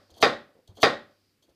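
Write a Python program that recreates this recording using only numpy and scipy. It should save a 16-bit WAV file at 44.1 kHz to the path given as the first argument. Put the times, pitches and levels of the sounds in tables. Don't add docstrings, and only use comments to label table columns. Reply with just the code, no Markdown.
import sys
import numpy as np
from scipy import signal
from scipy.io import wavfile

SR = 44100
rng = np.random.default_rng(int(sys.argv[2]) if len(sys.argv) > 2 else 0)


def wrap_up_sound(samples):
    columns = np.atleast_2d(samples).T
    tamed = np.clip(columns, -1, 1)
    steps = np.round(tamed * 32767).astype(np.int16)
    wavfile.write(sys.argv[1], SR, steps)


def linear_from_db(decibels):
    return 10 ** (np.asarray(decibels, float) / 20)


N = 68355
LEAD_S = 0.4

CHOP_S = [
    -.25,
    .2259,
    .8301,
]
CHOP_DB = [-9, -8.5, -8.5]
# pitch in Hz, level in dB, T60 in seconds.
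BOARD = [(280, -19, 0.041), (666.4, -0.5, 0.02), (815, -9, 0.038), (1095, -10.5, 0.05), (1387, -7.5, 0.075),
         (2035, -9, 0.033), (2500, -6, 0.017), (3274, -9.5, .015), (3710, -8, 0.023), (4180, -3.5, 0.005),
         (4790, -8.5, 0.045), (5820, -8.5, 0.0043)]
COUNTER_HZ = [80, 140, 232, 385, 454, 542, 584, 738, 794, 1085, 1134, 1299, 1420, 1881]
# level in dB, T60 in seconds.
COUNTER_RINGS = [(-21, .3), (-17.5, 0.24), (-25, .42), (-29, 0.32), (-12.5, .21), (-16.5, 0.35),
                 (-20.5, 0.43), (-24, .22), (-27.5, .22), (-26, .28), (-21.5, 0.2), (-33, 0.094),
                 (-25.5, .25), (-13.5, .3)]
# pitch in Hz, level in dB, T60 in seconds.
RACK = [(3590, -29, .2), (3730, -26, .24), (3790, -24, .25), (3845, -23, .25), (3920, -26, .22),
        (4140, -28, .18), (4750, -30, .18)]
# start in seconds, end in seconds, start level in dB, end level in dB.
CRUNCHES = [
    (0.202, 0.216, -54.5, -40),
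    (0.218, 0.232, -32.5, -35.5),
    (0.802, 0.823, -52, -38),
    (.8205, 0.836, -35, -31),
]
SCRAPE_S = [.1, .135, .16, .174, .673, .684, .75, .7655, .783, 1.421, 1.435, 1.489]
SCRAPE_LENGTH_S = [.012, .022, .014, .012, .006, .025, .015, .016, .018, .01, .015, .015]
# level in dB, brightness in dB per octave.
SCRAPE_TONE = [(-59, -0.3), (-60.5, -5), (-62, 1), (-55, 1), (-55, -1.5), (-72, -3.5), (-67, 2.5),
               (-54, -4), (-65.5, -1), (-62, -1.5), (-71, -1), (-72.5, 0.6)]
BLADE_HZ = [3250, 4350, 4750, 5200, 6250, 9000, 14000]
# width in Hz, level in dB.
BLADE_SHAPE = [(251, 0.5), (220, -2.5), (250, -5), (4500, -3), (350, -2.5), (3500, -11.5), (3000, -10)]
# start in seconds, length in seconds, level in dB.
SLIDES = [(0.093, 0.13, -63), (0.169, 0.064, -56.5), (0.546, 0.054, -66.5), (0.676, 0.053, -63.5),
          (0.769, 0.11, -52), (1.418, 0.031, -73.5), (1.478, 0.038, -69.5)]
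# time in seconds, level in dB, pitch in Hz.
TAPS = [(.092, -62, 424), (.17, -48.5, 648), (.183, -63.5, 405), (.212, -36, 690), (.553, -55.5, 526),
        (.566, -57.5, 489), (.59, -50.5, 520), (.6, -78, 505), (.775, -50, 623.4), (.79, -71, 450),
        (.817, -67.5, 700), (1.44, -67, 570), (1.49, -57, 556), (1.51, -70, 500)]
# time in seconds, level in dB, pitch in Hz.
THUDS = [(.113, -49.5, 81.4), (.14, -56.5, 95), (.175, -62, 88.3), (.689, -40, 100), (.712, -53, 190),
         (.742, -54, 100), (.762, -54, 93.5), (1.49, -59, 69.1)]
# delay in seconds, level in dB.
ECHOES = [(.001, -2.5), (.0023, -11), (.0043, 0), (.0064, -9.5), (.0105, -2), (.0185, -4.5), (.028, -9)]
# frequency in Hz, level in dB per Hz.
TAIL_COLOUR = [(45, -23.5), (236, -13), (560, -5.5), (1800, -11.5), (2760, -25.5), (3940, -15),
               (7500, -41.5), (15000, -49)]
# frequency in Hz, T60 in seconds.
TAIL_T60 = [(60, 0.28), (200, 0.35), (500, .27), (1500, 0.27), (3000, 0.3), (5000, .24), (8000, .19),
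            (14000, 0.093)]
# time in seconds, level in dB.
FRIDGE_SWELL = [(0, -70.5), (.2, -73), (.55, -83), (.75, -84.5), (1.1, -77), (1.3, -76), (1.4, -86),
                (1.55, -82.5)]
# frequency in Hz, level in dB per Hz.
HISS_COLOUR = [(30, -10), (80, -4.5), (350, -2.5), (700, -16.5), (2500, -15), (4500, -19.5), (6500, -23),
               (14000, -24)]


def knock(modes):
    spread_db = 1.5 * rng.standard_normal((len(modes), len(CHOP_S)))
    strength = linear_from_db(CHOP_DB) * linear_from_db(spread_db)
    rings = 0
    for k, (hz, db, t60) in enumerate(modes):
        rings = rings + (-1) ** k * ring(clicks(CHOP_S, linear_from_db(db) * strength[k]), hz, t60)
    return band(rings, 153.3, 4860)


def counter_and_rack():
    swell_s = 0.0033
    t = clock()
    latest = np.clip(np.searchsorted(CHOP_S, t) - 1, 0, None)
    since_chop = np.maximum(t - np.array(CHOP_S)[latest], 0)
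    modes = [(hz, *row) for hz, row in zip(COUNTER_HZ, COUNTER_RINGS)]
    return knock([*modes, *RACK]) * (1 - np.exp(-since_chop / swell_s))


def snaps():
    n = len(clock())
    per_second, spread_db = 9000, 3
    happens = rng.random(n) < per_second / SR
    size = linear_from_db(spread_db * np.minimum(rng.exponential(1, n), 4))
    return happens * size * rng.choice([-1, 1], n)


def stroke(s, length, fall):
    t = clock()
    rise = np.clip((t - s) / 0.004, 0, 1)
    return rise * np.exp(-np.maximum(t - s - length, 0) / fall)


def blade():
    t, grains = clock(), snaps()
    crunch = 0
    for start, end, start_db, end_db in CRUNCHES:
        during = (t > start) * (t < end)
        crunch = crunch + during * linear_from_db(np.interp(t, [start, end], [start_db, end_db]))
    strokes = np.array([stroke(s, length, 0.005) for s, length in zip(SCRAPE_S, SCRAPE_LENGTH_S)])
    level_db, tilt = np.transpose(SCRAPE_TONE)
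    out = 0
    for k, (hz, (width, db)) in enumerate(zip(BLADE_HZ, BLADE_SHAPE)):
        t60 = np.log(1000) / np.pi / width
        scrape = linear_from_db(level_db + tilt * np.log2(hz / 4000)) @ strokes
        gain = linear_from_db(db) / ring(grains, hz, t60).std() / 2
        out = out + (-1) ** k * gain * ring((crunch + scrape) * grains, hz, t60)
    return 0.27 * out + high_pass(out, 2430)


def slides():
    rub = rms_one(band(snaps(), 217, 684))
    return rub * sum(linear_from_db(db) * stroke(s, length, 0.01) for s, length, db in SLIDES)


def bumps(rows, t60):
    rings = 0
    for s, db, hz in rows:
        push = smooth(smooth(clicks([s], linear_from_db(db)), hz), hz)
        rings = rings + 2 * ring(push, hz, t60)
    return high_pass(rings, 60)


def near_walls(x):
    echoes = sum((-1) ** k * linear_from_db(db) * np.roll(x, int(s * SR)) for k, (s, db) in enumerate(ECHOES))
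    return x + echoes


def dip(x):
    hz, width_hz, share = 956, 140, 0.82
    cut = signal.lfilter(*signal.iirnotch(hz, hz / width_hz, fs=SR), x)
    return x + share * (cut - x)


def room(small):
    tail_db, small_db = -4, -37
    late_db, late_stretch, late_top_hz = -26.5, 2.175, 3500
    build_s, build_cycles = 0.0026, 0.71
    hz, bands = noise_bands(SR)
    column_hz = hz[:, None]
    t, t60 = np.arange(SR) / SR, at_hz(TAIL_T60, hz)
    early = linear_from_db(-60 * t / t60)
    late = linear_from_db(late_db - 60 * t / t60 / late_stretch) / (1 + (column_hz / late_top_hz) ** 2)
    build = 1 - np.exp(-t / (build_s + build_cycles / column_hz))
    fade = (early + late) * build
    woody = linear_from_db(at_hz(TAIL_COLOUR, hz)) * bands
    woody = (woody * fade).sum(axis=0) / woody.sum(axis=0).std()
    plain = (bands * fade).sum(axis=0)
    chops = clicks(CHOP_S, linear_from_db(CHOP_DB) * linear_from_db(tail_db))
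    wet = signal.fftconvolve(chops, dip(woody)) + linear_from_db(small_db) * signal.fftconvolve(small, plain)
    return wet[:len(small)]


def fridge():
    t = clock()
    thin_hiss = rms_one(ring(rng.standard_normal(len(t)), 4800, 0.0034))
    hum = linear_from_db(2.5) * np.sin(2 * np.pi * 100 * t)
    return linear_from_db(np.interp(t, *np.transpose(FRIDGE_SWELL))) * (thin_hiss + hum)


def steady_hiss():
    hz, bands = noise_bands(len(clock()))
    return linear_from_db(-74) * rms_one((linear_from_db(at_hz(HISS_COLOUR, hz)) * bands).sum(axis=0))


def clock():
    return np.arange(N + int(LEAD_S * SR)) / SR - LEAD_S


def clicks(s, gains):
    out = np.zeros(len(clock())) + 1e-18
    out[((np.asarray(s) + LEAD_S) * SR).astype(int)] = gains
    return out


def ring(x, hz, t60):
    r, w = linear_from_db(-60 / (t60 * SR)), 2 * np.pi * hz / SR
    return signal.lfilter([0, np.sin(w)], [1, -2 * r * np.cos(w), r * r], x)


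def smooth(x, hz):
    r = np.exp(-2 * np.pi * hz / SR)
    return signal.lfilter([1 - r], [1, -r], x)


def band(x, low_hz, high_hz):
    return signal.sosfilt(signal.butter(2, [low_hz, high_hz], "band", fs=SR, output="sos"), x)


def high_pass(x, hz):
    return signal.sosfilt(signal.butter(2, hz, "high", fs=SR, output="sos"), x)


def rms_one(x):
    return x / np.sqrt(np.mean(x ** 2) + 1e-20)


def noise_bands(size):
    edges = 25 * 2 ** np.arange(0, 9.5, 1 / 3)
    white = rng.standard_normal((2, size))
    bands = [band(white[k % 2], edges[k], edges[k + 1]) for k in range(len(edges) - 1)]
    return np.sqrt(edges[1:] * edges[:-1]), np.array(bands)


def at_hz(points, hz):
    point_hz, value = np.transpose(points)
    return np.interp(np.log(hz), np.log(point_hz), value)[:, None]


def scene():
    chops = near_walls(knock(BOARD)) + counter_and_rack()
    taps, thuds = bumps(TAPS, 0.035), bumps(THUDS, 0.095)
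    small = blade() + slides() + taps + thuds
    mix = chops + small + room(small) + fridge() + steady_hiss()
    return mix[None, -N:]


def roll_off(x):
    return signal.sosfilt(signal.butter(12, 15610, fs=SR, output="sos"), x)


def record(dry):
    squeezed = np.tanh(dry)
    mix = signal.sosfilt(signal.cheby2(16, 50, 15600, fs=SR, output="sos"), squeezed)
    return roll_off(mix)


dry = scene()
out = record(dry)
wrap_up_sound(out)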